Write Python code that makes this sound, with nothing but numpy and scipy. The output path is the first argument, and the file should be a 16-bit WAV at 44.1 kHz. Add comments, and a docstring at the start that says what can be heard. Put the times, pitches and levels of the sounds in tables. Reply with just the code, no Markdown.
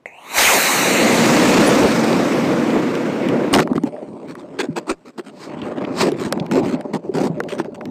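"""Over a faint breeze an igniter pops: a model rocket, heard from a small microphone riding on its body.
The nozzle's hollow hiss swells to a roar, splashes off the pad and burns out; air tears past the tube.
The ejection charge fires with a crack and a gust, and the open body tumbles in slower, lumpier air.
Gusts rasp over the port, jolts thump the tube and set the housing humming, loose fittings click,
and the port whooshes as it swings through the airstream."""
import sys
import numpy as np
from scipy import signal
from scipy.fft import rfft, irfft, next_fast_len
from scipy.io import wavfile
from scipy.ndimage import uniform_filter1d, map_coordinates

SR = 44100
rng = np.random.default_rng(int(sys.argv[2]) if len(sys.argv) > 2 else 0)


def store_wav(level_fs):
    """Save 16-bit WAV to argv[1]."""
    pcm = np.round(np.clip(np.atleast_2d(level_fs), -1, 1) * 32767)
    wavfile.write(sys.argv[1], SR, pcm.T.astype(np.int16))


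N = 348390
TIME = np.arange(N) / SR
IGNITION_S, LIFT_S, BURNOUT_S, EJECTION_S = .06, 0.55, 2.1, 3.53
CROSSOVER_HZ, TOP_HZ = (800, 3500), 15400  # low/middle/high splits; the microphone's upper limit

# ring of the motor casing: pitch_hz, level_db, t60_s
CASING_MODES = [(610, 4.5, 0.0093), (2050, 8.5, 0.0094), (8060, -14, 0.0067)]
# chamber pressure building to full thrust: time_s, level_db
CHAMBER_PRESSURE = [(.066, -25), (.1, -33.5), (.22, -28.5), (.28, -24.5), (.33, -18), (.376, -5.5)]
# base pitch of the nozzle's resonances, rising as the gas heats: time_s, pitch_hz
NOZZLE_PITCH = [(.06, 800), (.1, 719), (.22, 1060), (.33, 1296)]
# tone of the exhaust: frequency_hz, level_db
EXHAUST_SPECTRUM = [(40, -45), (90, -36), (160, -10.5), (320, -7), (850, 2.5), (2100, 7.5), (3300, 2),
                    (6800, 0), (8500, -2.5), (10200, -8.5), (12700, -5), (15500, -11.5)]
# low, middle and high band of the roar: level_db, db_per_pressure_db, flight_fade_db_per_s
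ROAR_BANDS = [(-20, 0.84, 2.5), (-12, 0.97, 8), (-10, 1.26, 12.5)]
# two paths along the body cancel the exhaust here: centre_hz, width_hz, gain_db
BODY_NOTCHES = [(1494, 210, -3), (3340, 380, -8.5), (5080, 600, -8.5), (11100, 500, -3.5)]
# hollow ring of the exhaust as the rocket climbs away: centre_hz, width_hz, gain_db
CLIMB_PEAKS = [(2250, 420, 3), (3960, 220, 3)]
# the gap above the blast plate resonates lower as the rocket lifts: time_s, pitch_hz, level_db
PLATE_SWEEP = [(.378, 5200, -25), (.44, 3200, -19.5), (.485, 2000, -12.5), (.5, 894, -18),
               (.54, 724, -17.5), (.58, 357, -13), (.61, 320, -37)]
# roar thrown back by the pad: low_db, middle_db, high_db
PAD_BANDS_DB = [-28, -19.5, -22.5]
# brief sub-bass thuds as the microphone overloads on hard hits: start_s, level_db
OVERLOAD_THUDS = [(0.384, -22.5), (4.91, -23)]
# tone of the air in straight flight: frequency_hz, level_db
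FLIGHT_SPECTRUM = [(40, -31), (70, -32.5), (110, -13), (160, -3.5), (305, 3.5), (420, -4), (540, -3),
                   (750, -15), (1500, -24.5), (2300, -26), (3100, -34), (8000, -42.5), (10300, -54)]
# buffet, rush and hiss in straight flight: top_speed_db, speed_exponent, yaw_share
AIR_BANDS = [(-14.5, 0.74, 1), (-20.5, 1.7, 0.45), (-26, 3.43, 0.037)]
# buffeting rides up and down as the rocket yaws into the flow: time_s, gain_db
YAW_BUFFET = [(1.25, -0.1), (1.8, 3.5), (1.93, -2), (2.05, -.5), (2.76, -0.2), (3.15, -4), (3.3, 1.5),
              (3.5, 0)]
# brief swerves on top of the yaw: peak_s, gain_db
SWERVE_BUFFET = [(1.849, 5), (2.31, -1.5), (2.52, 3), (2.76, 5), (3.362, 3.5)]
# sharp contacts of nose cone, cord and fittings: start_s, level_db, brightness_db, knock_hz
CONTACTS = [(2.129, -15.5, -15, 2400), (2.703, -21.5, -12, 2400), (2.953, -19, -11, 2040),
            (3.287, -17.5, -11.5, 1930), (3.539, 0, -5, 1970), (3.55, -7, -4, 2000),
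            (3.586, -3.5, -19, 1200), (3.592, 0, -23, 1100), (3.6, -3, -19, 880), (3.602, -10, -10, 2520),
            (3.674, -14.5, -26, 910), (3.732, -21, -18, 800), (3.755, -24, -14, 1190),
            (3.779, -11, -27, 830), (3.836, -20, -12.5, 1020), (3.964, -25.5, -36, 905),
            (4.353, -23.5, -14, 1240), (5.194, -25, -16, 1710), (5.617, -24, -24, 2370),
            (5.783, -30.5, -24, 2220), (5.849, -22, -26, 2140), (6.119, -26.5, -4, 1110),
            (6.325, -8.5, -3.5, 980), (6.375, -16.5, -26, 845), (6.398, -21, -30, 3170),
            (6.464, -28, -13, 1710), (6.513, -14.5, -12.5, 1600), (6.81, -27.5, -9, 1970),
            (7.403, -8, -23, 1000), (7.437, -32.5, -6, 1920), (7.521, -20, -25, 1990),
            (7.599, -9, -34, 840), (7.646, -30, -13, 1500), (7.81, -20.5, -26, 1360),
            (7.855, -29, -7, 1700)]
# tone of the air in the tumble: frequency_hz, level_db
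TUMBLE_SPECTRUM = [(45, -27), (110, -12), (170, -2.5), (260, -1), (380, -3), (620, -12), (1000, -10),
                   (1600, -19.5), (2400, -20), (3300, -27.5), (4600, -27), (5600, -33), (8300, -31.5),
                   (9600, -45.5), (15500, -50)]
# air over the tumbling body: time_s, buffet_db, rush_db
TUMBLE_FLOW = [(3.53, -21.5, -36), (3.68, -20, -46), (3.81, -31, -49), (4.23, -31.5, -50), (4.84, -38, -51),
               (5.01, -54, -65.5), (5.33, -40.5, -60), (5.5, -31.5, -41), (5.68, -24, -35),
               (6.33, -25.5, -45), (6.76, -23.5, -43), (6.88, -29.5, -52.5), (7.06, -33.5, -54),
               (7.31, -24, -46), (7.47, -28.5, -55), (7.64, -30.5, -43.5), (7.72, -33.5, -58.5),
               (7.89, -28.5, -57)]
# modes of the body tube once its end is open: centre_hz, width_hz, gain_db
OPEN_TUBE_MODES = [(247, 24, 1.5), (352, 23, 3), (595, 26, 10)]
# cord and air scuff past the housing: start_s, length_s, rise_s, level_db, buffet_offset_db
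GUST_CUES = [(3.532, 0.029, 0.0051, -19, 7), (3.553, 0.052, 0.0069, -25.5, 15),
             (3.605, 0.027, .003, -26.5, -12), (3.753, 0.016, 0.0018, -34, 19.5),
             (3.851, 0.036, 0.0039, -42, 18.5), (4.282, 0.044, 0.0078, -42, 3),
             (4.382, 0.035, 0.008, -46, 7), (4.595, 0.017, 0.0097, -19.5, 4.5),
             (4.629, 0.027, 0.005, -37, 16), (4.764, 0.025, 0.0086, -26, 8),
             (4.87, 0.066, 0.0045, -39.5, 11.5), (4.894, 0.016, 0.0094, -22.5, 7),
             (5.056, 0.047, 0.0064, -47, 10.5), (5.179, 0.024, 0.0023, -36.5, 11.5),
             (5.26, 0.039, 0.026, -42.5, 11.5), (5.632, 0.066, 0.012, -48.5, 18),
             (6.026, 0.07, .008, -31, 16.5), (6.186, .1, 0.027, -33, 0), (6.516, 0.084, 0.002, -30.5, 17),
             (6.633, 0.12, 0.0048, -36.5, 14), (6.934, 0.033, 0.0042, -32.5, 16.5),
             (7.14, 0.14, 0.0022, -32, 14.5), (7.485, 0.072, 0.0043, -36.5, -15),
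             (7.583, 0.029, 0.0032, -33.5, 12), (7.746, 0.0081, 0.0027, -36.5, -10)]
# low cut on the gusts, thinnest while the body hangs near the top of its flight: time_s, cutoff_hz
GUST_LOW_CUT = [(3.9, 110), (4.9, 260), (5.6, 165)]
# hum of the housing: pitch_hz, gain_db, t60_s
HOUSING_MODES = [(167.4, 3.5, 0.48), (433, -4.5, 0.17)]
# thumps of the jolted tube: start_s, level_db, pitch_hz
JOLT_CUES = [(3.713, -2, 253), (3.776, -5.5, 252), (3.836, -1.5, 271), (4.686, -10, 264),
             (4.699, -12.5, 167), (4.909, -7, 378), (5.193, -14, 360), (6.08, -7, 337), (6.12, -10, 392),
             (6.214, -11.5, 386), (6.324, -12.5, 548), (6.371, -8.5, 236), (6.409, -6, 176),
             (6.576, -1, 368), (7.092, -8.5, 377), (7.298, -8, 183), (7.402, -13, 480), (7.599, -7.5, 326),
             (7.681, -18, 390)]
# the port swings through the airstream: peak_s, level_db, rise_s, fall_s
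PORT_SWINGS = [(5.44, -37.5, 0.038, 0.024), (6.013, -16, .02, 0.021)]


def amp(db):
    """Decibels to gain."""
    return 10 ** (np.asarray(db) / 20)


def unit(x):
    """Scale to rms 1."""
    return x / np.sqrt(np.mean(x ** 2) + 1e-20)


def held(bands, size):
    """Ride each band to rms 1 over a window of size samples."""
    return bands / np.sqrt(np.abs(uniform_filter1d(bands ** 2, size=size, axis=1)) + 1e-20)


def curves(rows):
    """One automation curve for each column after the time."""
    times, *columns = np.transpose(rows)
    return [np.interp(TIME, times, column) for column in columns]


def wobble(rate):
    """A smooth random curve, rate knots a second."""
    return map_coordinates(rng.standard_normal(int(N * rate / SR) + 4), [TIME * rate])


def add(track, start_s, sound):
    """Drop a short sound onto the track."""
    part = track[round(start_s * SR):][:len(sound)]
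    part += sound[:len(part)]


def filtered(x, response):
    """Equalise x with a gain given as a function of frequency."""
    size = next_fast_len(N + SR // 2)
    return irfft(rfft(x, size) * response(np.fft.rfftfreq(size, 1 / SR)), size)[:N]


def bell_eq(x, bells):
    """Equalise x with smooth peaks or dips."""
    return filtered(x, lambda f: amp(sum(db * np.exp(-((f - hz) / w) ** 2) for hz, w, db in bells)))


def resonant_noise(centre_hz, width_hz):
    """Noise in a moving resonance with steep skirts, rms 1."""
    smooth = signal.butter(3, width_hz / 2, fs=SR, output="sos")
    drift = signal.sosfilt(smooth, rng.standard_normal(N) + 1j * rng.standard_normal(N))
    return unit(np.real(drift * np.exp(2j * np.pi * np.cumsum(centre_hz) / SR)))


def patchy(x, depth_db, size=512):
    """Shifting colour: short-lived peaks a few hundred Hz wide."""
    frames = signal.stft(x, nperseg=size)[2]
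    ripple = rng.standard_normal(frames.shape)
    for _ in range(2):
        ripple = uniform_filter1d(uniform_filter1d(ripple, size=4, axis=0), size=9, axis=1)
    return signal.istft(frames * amp(depth_db * unit(ripple)), nperseg=size)[1][:N]


def turbulence(spectrum, patch_db, eddy_db=0, grain_db=0, size=4000):
    """Low, middle and high noise bands: eddies shake all three together, grain breaks up the top two."""
    hz, db = np.transpose(spectrum)
    white = patchy(rng.standard_normal(N), patch_db)
    noise = filtered(white, lambda f: amp(np.interp(np.log(f + 1), np.log(hz), db)))
    low, low_mid = [filtered(noise, lambda f: 1 / (1 + (f / edge) ** 8)) for edge in CROSSOVER_HZ]
    eddies = amp(eddy_db * wobble(70))
    grain = amp(grain_db * 2 * np.tanh(wobble(380) / 2))
    return held(eddies * np.array([low, (low_mid - low) * grain, (noise - low_mid) * grain]), size)


def breeze(level_db=-59):
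    """A faint, low bed of wind over the launch field."""
    wind = filtered(rng.standard_normal(N), lambda f: f ** 3 / (f ** 3 + 130 ** 3) / (1 + (f / 330) ** 1.5))
    return amp(level_db) * unit(wind)


def igniter(start_s=0.058, level_db=-17, attack_s=0.00093):
    """The igniter pops and rings the motor casing."""
    out, t = np.zeros(N), np.arange(SR // 10) / SR
    ring = sum(amp(db - 60 * t / t60) * np.sin(2 * np.pi * hz * t) for hz, db, t60 in CASING_MODES)
    add(out, start_s, amp(level_db) * ring * (1 - np.exp(-t / attack_s)))
    return out


def nozzle_hiss():
    """Gas hisses in three of the nozzle's odd resonances, one to a band."""
    hz, = curves(NOZZLE_PITCH)
    high = amp(-17) * resonant_noise(9 * hz, width_hz=1200)
    low = resonant_noise(.88 * hz, width_hz=440)
    middle = amp(-3) * resonant_noise(3 * hz, width_hz=620)
    return np.array([low, middle, high])


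def motor(choke_s=0.305, choke_spread_s=0.066, leak=0.02, tail_s=0.57):
    """The hollow hiss opens into a broad jet as pressure builds, then falls behind and burns out."""
    pressure_db, = curves(CHAMBER_PRESSURE)
    flown_s = np.maximum(TIME - LIFT_S, 0)
    levels = amp([db + grows * pressure_db - fade * flown_s for db, grows, fade in ROAR_BANDS])
    choked = (1 + np.tanh((TIME - choke_s) / choke_spread_s)) / 2
    jet_share = np.clip(choked + leak, 0, 1)
    hiss = np.sqrt(1 - jet_share) * nozzle_hiss()
    jet = np.sqrt(jet_share) * turbulence(EXHAUST_SPECTRUM, patch_db=2.0)
    burning = (TIME > IGNITION_S) * np.clip((BURNOUT_S - TIME) / tail_s, 0, 1)
    return exhaust_path(burning * np.sum(levels * (jet + hiss), axis=0), flown_s)


def exhaust_path(roar, flown_s, air_hz=9400, loss_db_per_s=12.5, hollow_s=0.97, hollow_spread_s=0.17):
    """Paths along the body notch the roar; in flight it loses its top and briefly rings hollow."""
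    dull = filtered(roar, lambda f: 1 / (1 + (f / air_hz) ** 16))
    roar = dull + amp(-loss_db_per_s * flown_s) * (roar - dull)
    climbing = np.exp(-((TIME - hollow_s) / hollow_spread_s) ** 2)
    roar = roar + climbing * (bell_eq(roar, CLIMB_PEAKS) - roar)
    # notched twice as deep while the rocket stands still, easing off toward full thrust
    standing = np.clip((CHAMBER_PRESSURE[-1][0] - TIME) / 0.09, 0, 1)
    roar = roar * (1 - standing) + bell_eq(roar * standing, BODY_NOTCHES)
    return bell_eq(roar, BODY_NOTCHES)


def blast_plate(broad_width_hz=2700, tight_width_hz=720, tight_below_hz=2000, low_cut_hz=240):
    """The jet's ring above the blast plate starts broad and high, then narrows as it falls."""
    hz, db = curves(PLATE_SWEEP)
    near = (TIME > PLATE_SWEEP[0][0]) & (TIME < PLATE_SWEEP[-1][0])
    broad_share = np.clip(hz / tight_below_hz - 1, 0, 1)
    low_cut = signal.butter(2, low_cut_hz, "high", fs=SR)
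    tight = signal.lfilter(*low_cut, resonant_noise(hz, tight_width_hz))
    broad = resonant_noise(hz, broad_width_hz)
    return near * amp(db) * (np.sqrt(broad_share) * broad + np.sqrt(1 - broad_share) * tight)


def pad_splash(start_s=.381, leave_s=0.013, burst_db=6, burst_s=0.019, rumble_db=-41, rumble_hz=110):
    """The jet hits the pad with a burst; roar and rumble bounce back until the rocket has left."""
    age = np.maximum(TIME - start_s, 0)
    near = (TIME > start_s) * (1 - np.tanh((TIME - LIFT_S) / leave_s)) / 2
    roar = amp(PAD_BANDS_DB) @ turbulence(EXHAUST_SPECTRUM, patch_db=2.5)
    rumble = unit(filtered(rng.standard_normal(N), lambda f: 1 / (1 + (f / rumble_hz) ** 2) ** 2))
    return near * amp(burst_db * np.exp(-age / burst_s)) * (roar + amp(rumble_db) * rumble)


def overload_thuds(decay_s=0.0083):
    """Brief sub-bass thuds, cued where the microphone overloads on hard hits."""
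    out, u = np.zeros(N), np.arange(SR // 10) / SR / decay_s
    for start, db in OVERLOAD_THUDS:
        add(out, start, amp(db) * u * (2 - u) * np.exp(-u))
    return out


def airspeed(speed_up_s=0.72, coast_from_s=1.67, drag_per_s=0.64):
    """Share of top speed: thrust drives it up smoothly, drag wears it down."""
    driven = np.sin(np.pi / 2 * np.clip((TIME - LIFT_S) / speed_up_s, 0, 1)) ** 2
    return driven / (1 + drag_per_s * np.maximum(TIME - coast_from_s, 0))


def flight_air(swerve_s=0.016, flutter_db=1.0, tube_hz=235, tube_width_hz=13, tube_db=4):
    """Fast air rings the closed tube's first two modes; hiss follows speed most, buffet follows yaw."""
    speed = airspeed()
    swerve_db = sum(db * np.exp(-((TIME - peak) / swerve_s) ** 2) for peak, db in SWERVE_BUFFET)
    yaw_db = curves(YAW_BUFFET)[0] + swerve_db + flutter_db * wobble(25.87)
    levels = np.array([amp(db + share * yaw_db) * speed ** power for db, power, share in AIR_BANDS])
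    flow = np.sum(levels * turbulence(FLIGHT_SPECTRUM, eddy_db=1.0, patch_db=1.25, size=2000), axis=0)
    modes = lambda f: sum(1 / (1 + ((f - k * tube_hz) / tube_width_hz) ** 2) for k in (1, 2))
    return filtered(flow, lambda f: amp(tube_db * modes(f)))


def squeak(peak_s, spread_s, peak_hz, bend, level_db):
    """A brief, thin squeal whose pitch arches."""
    u = np.clip((TIME - peak_s) / spread_s, -4, 4)
    hz = peak_hz * (1 - bend * (u ** 2 + wobble(2 / spread_s) / 10))
    return amp(level_db) * np.exp(-u ** 2) * unit(np.sin(2 * np.pi * np.cumsum(hz) / SR))


def clicks(knock_db=1, knock_rise_s=0.00094, knock_t60_s=0.016, spread=1.59,
           crack_db=6.0, crack_t60_s=0.0052, crack_band_hz=(2750, 5500)):
    """Nose cone and fittings make dry contacts: a bright crack on a hollow plastic-and-card knock."""
    out, t = np.zeros(N), np.arange(SR // 25) / SR
    crack_band = signal.butter(1, crack_band_hz, "band", fs=SR)
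    for start, db, bright_db, hz in CONTACTS:
        noise = rng.standard_normal((2, len(t)))
        knock_band = signal.butter(3, [hz / spread, hz * spread], "band", fs=SR, output="sos")
        knock = held(signal.sosfilt(knock_band, noise[:1]), size=150)[0]
        knock *= (1 - np.exp(-t / knock_rise_s)) * amp(knock_db - 60 * t / knock_t60_s)
        crack = unit(signal.lfilter(*crack_band, noise[1]))
        crack *= amp(crack_db + bright_db - 60 * t / crack_t60_s)
        add(out, start, amp(db) * (knock + crack))
    return out


def tumble_air(dull_db_per_octave=3, lump_db=2.16, hiss_db=-35, hiss_grows=0.59, trim_db=-1, port_hz=120):
    """Slower, duller and lumpier flow rings the open tube; the hiss follows the rush."""
    buffet_db, rush_db = curves(TUMBLE_FLOW)
    levels = amp([buffet_db, rush_db, hiss_db + hiss_grows * rush_db]) * amp(lump_db * wobble(16))
    dulled = [(hz, db - dull_db_per_octave * np.log2(1 + hz / 900)) for hz, db in TUMBLE_SPECTRUM]
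    flow = np.sum(levels * turbulence(dulled, eddy_db=2.5, grain_db=4.0, patch_db=3.0), axis=0)
    ring_db = lambda f: sum(db / (1 + ((f - hz) / width) ** 2) for hz, width, db in OPEN_TUBE_MODES)
    return filtered(flow, lambda f: amp(trim_db + ring_db(f)) * f / np.hypot(f, port_hz))


def gusts(fall_s=.011, hiss_db=-7.5, catch_db=-1.5, rasp_from_db=-28, rasp_grows=0.62):
    """Short grainy rushes over the housing, the first driven by the ejection charge; hard ones rasp."""
    bands = turbulence(TUMBLE_SPECTRUM, eddy_db=5.0, grain_db=4.5, patch_db=3.5, size=800)
    bands[1:] *= amp(catch_db * np.clip(wobble(200) - 1, 0, 1))  # the cord catches and slips
    rasp_band = signal.butter(1, [1900, 5600], "band", fs=SR)
    out = np.zeros(N)
    for start, length, rise, db, buffet_db in GUST_CUES:
        span = slice(round((start - rise) * SR), round((start + length + 2 * fall_s) * SR))
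        opening = np.clip((TIME[span] - start + rise) / (2 * rise), 0, 1)
        closing = np.clip((start + length + 1.5 * fall_s - TIME[span]) / (2.5 * fall_s), 0, 1) ** 1.5
        rush = amp([db + buffet_db, db, db + hiss_db]) @ bands[:, span] * opening * closing
        rasp_gain = amp(rasp_grows * max(db - rasp_from_db, 0)) - 1
        rush = rush + rasp_gain * signal.filtfilt(*rasp_band, rush)
        cutoff_hz = np.interp(start, *np.transpose(GUST_LOW_CUT))
        low_cut = signal.butter(4, cutoff_hz, "high", fs=SR, output="sos")
        add(out, start - rise, signal.sosfilt(low_cut, np.pad(rush, (0, SR // 20))))
    return out


def housing_hum(blows):
    """The housing hums on faintly after each blow."""
    t = np.arange(SR // 2) / SR
    ring = np.zeros(len(t))
    for hz, db, t60 in HOUSING_MODES:
        unity_at_resonance = 2 * np.log(1000) / (t60 * SR)
        ring += unity_at_resonance * amp(db - 60 * t / t60) * np.sin(2 * np.pi * hz * t)
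    return signal.fftconvolve(blows, ring)[:N]


def edge_whistle(start_s=3.6, attack_s=0.18, level_db=-65, fade_db_per_s=10,
                 first_hz=9200, last_hz=7800, sag_s=0.66):
    """Air whistles over an edge, sagging and fading as the body slows."""
    age = np.maximum(TIME - start_s, 0)
    hz = last_hz + (first_hz - last_hz) * np.exp(-age / sag_s)
    envelope = np.minimum(age / attack_s, 1) * amp(level_db - fade_db_per_s * age)
    return envelope * resonant_noise(hz, width_hz=1100)


def jolts(trim_db=-3, swell_s=0.0037, port_hz=150):
    """Each jolt of the tube is a low thump of a few cycles; the small port passes no deep bass."""
    out, t = np.zeros(N), np.arange(SR // 12) / SR
    envelope = t / swell_s * np.exp(1 - t / swell_s)
    for start, db, hz in JOLT_CUES:
        phase = rng.uniform(0, 2 * np.pi)
        add(out, start, amp(db + trim_db) * envelope * np.sin(2 * np.pi * hz * t + phase))
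    return signal.lfilter(*signal.butter(2, port_hz, "high", fs=SR), out)


def whooshes(hiss_db=-6, rasp_db=-8, rasp_hz=4700):
    """Each swing through the airstream swells and dies away, with a rasp from the rim of the port."""
    swell = sum(amp(db) * np.exp(-np.maximum((peak - TIME) / rise, (TIME - peak) / fall))
                for peak, db, rise, fall in PORT_SWINGS)
    buffet, rush, hiss = turbulence(TUMBLE_SPECTRUM, eddy_db=3.0, patch_db=-0.5, size=1100)
    rasp = resonant_noise(np.full(N, rasp_hz), width_hz=1500)
    return swell * (buffet + rush + amp(hiss_db) * hiss + amp(rasp_db) * rasp)


def scene():
    """Launch, flight and tumble meet at the one microphone."""
    launch = igniter() + motor() + pad_splash() + blast_plate() + overload_thuds()
    blows = gusts() + jolts()
    body = blows + housing_hum(blows) + whooshes() + clicks()
    air = np.where(TIME < EJECTION_S, flight_air(), tumble_air()) + edge_whistle()
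    flight_squeal = squeak(peak_s=1.681, spread_s=0.013, peak_hz=9850, bend=.025, level_db=-25.5)
    nose_cone_exit = squeak(peak_s=3.532, spread_s=0.004, peak_hz=8700, bend=0.018, level_db=-23)
    return (launch + body + air + flight_squeal + nose_cone_exit + breeze())[None]


def record(dry, ceiling=0.46, hardness=5, low_cut_hz=25):
    """The small microphone soft-clips and trims both ends of the range; both channels are the same."""
    x = dry[0]
    x = x / (1 + np.abs(x / ceiling) ** hardness) ** (1 / hardness)
    x = signal.lfilter(*signal.butter(1, low_cut_hz, "high", fs=SR), x)
    x = filtered(x, lambda f: (1 - np.tanh((f - TOP_HZ) / 110)) / 2)
    return np.array([x, x])


dry = scene()
out = record(dry)
store_wav(out)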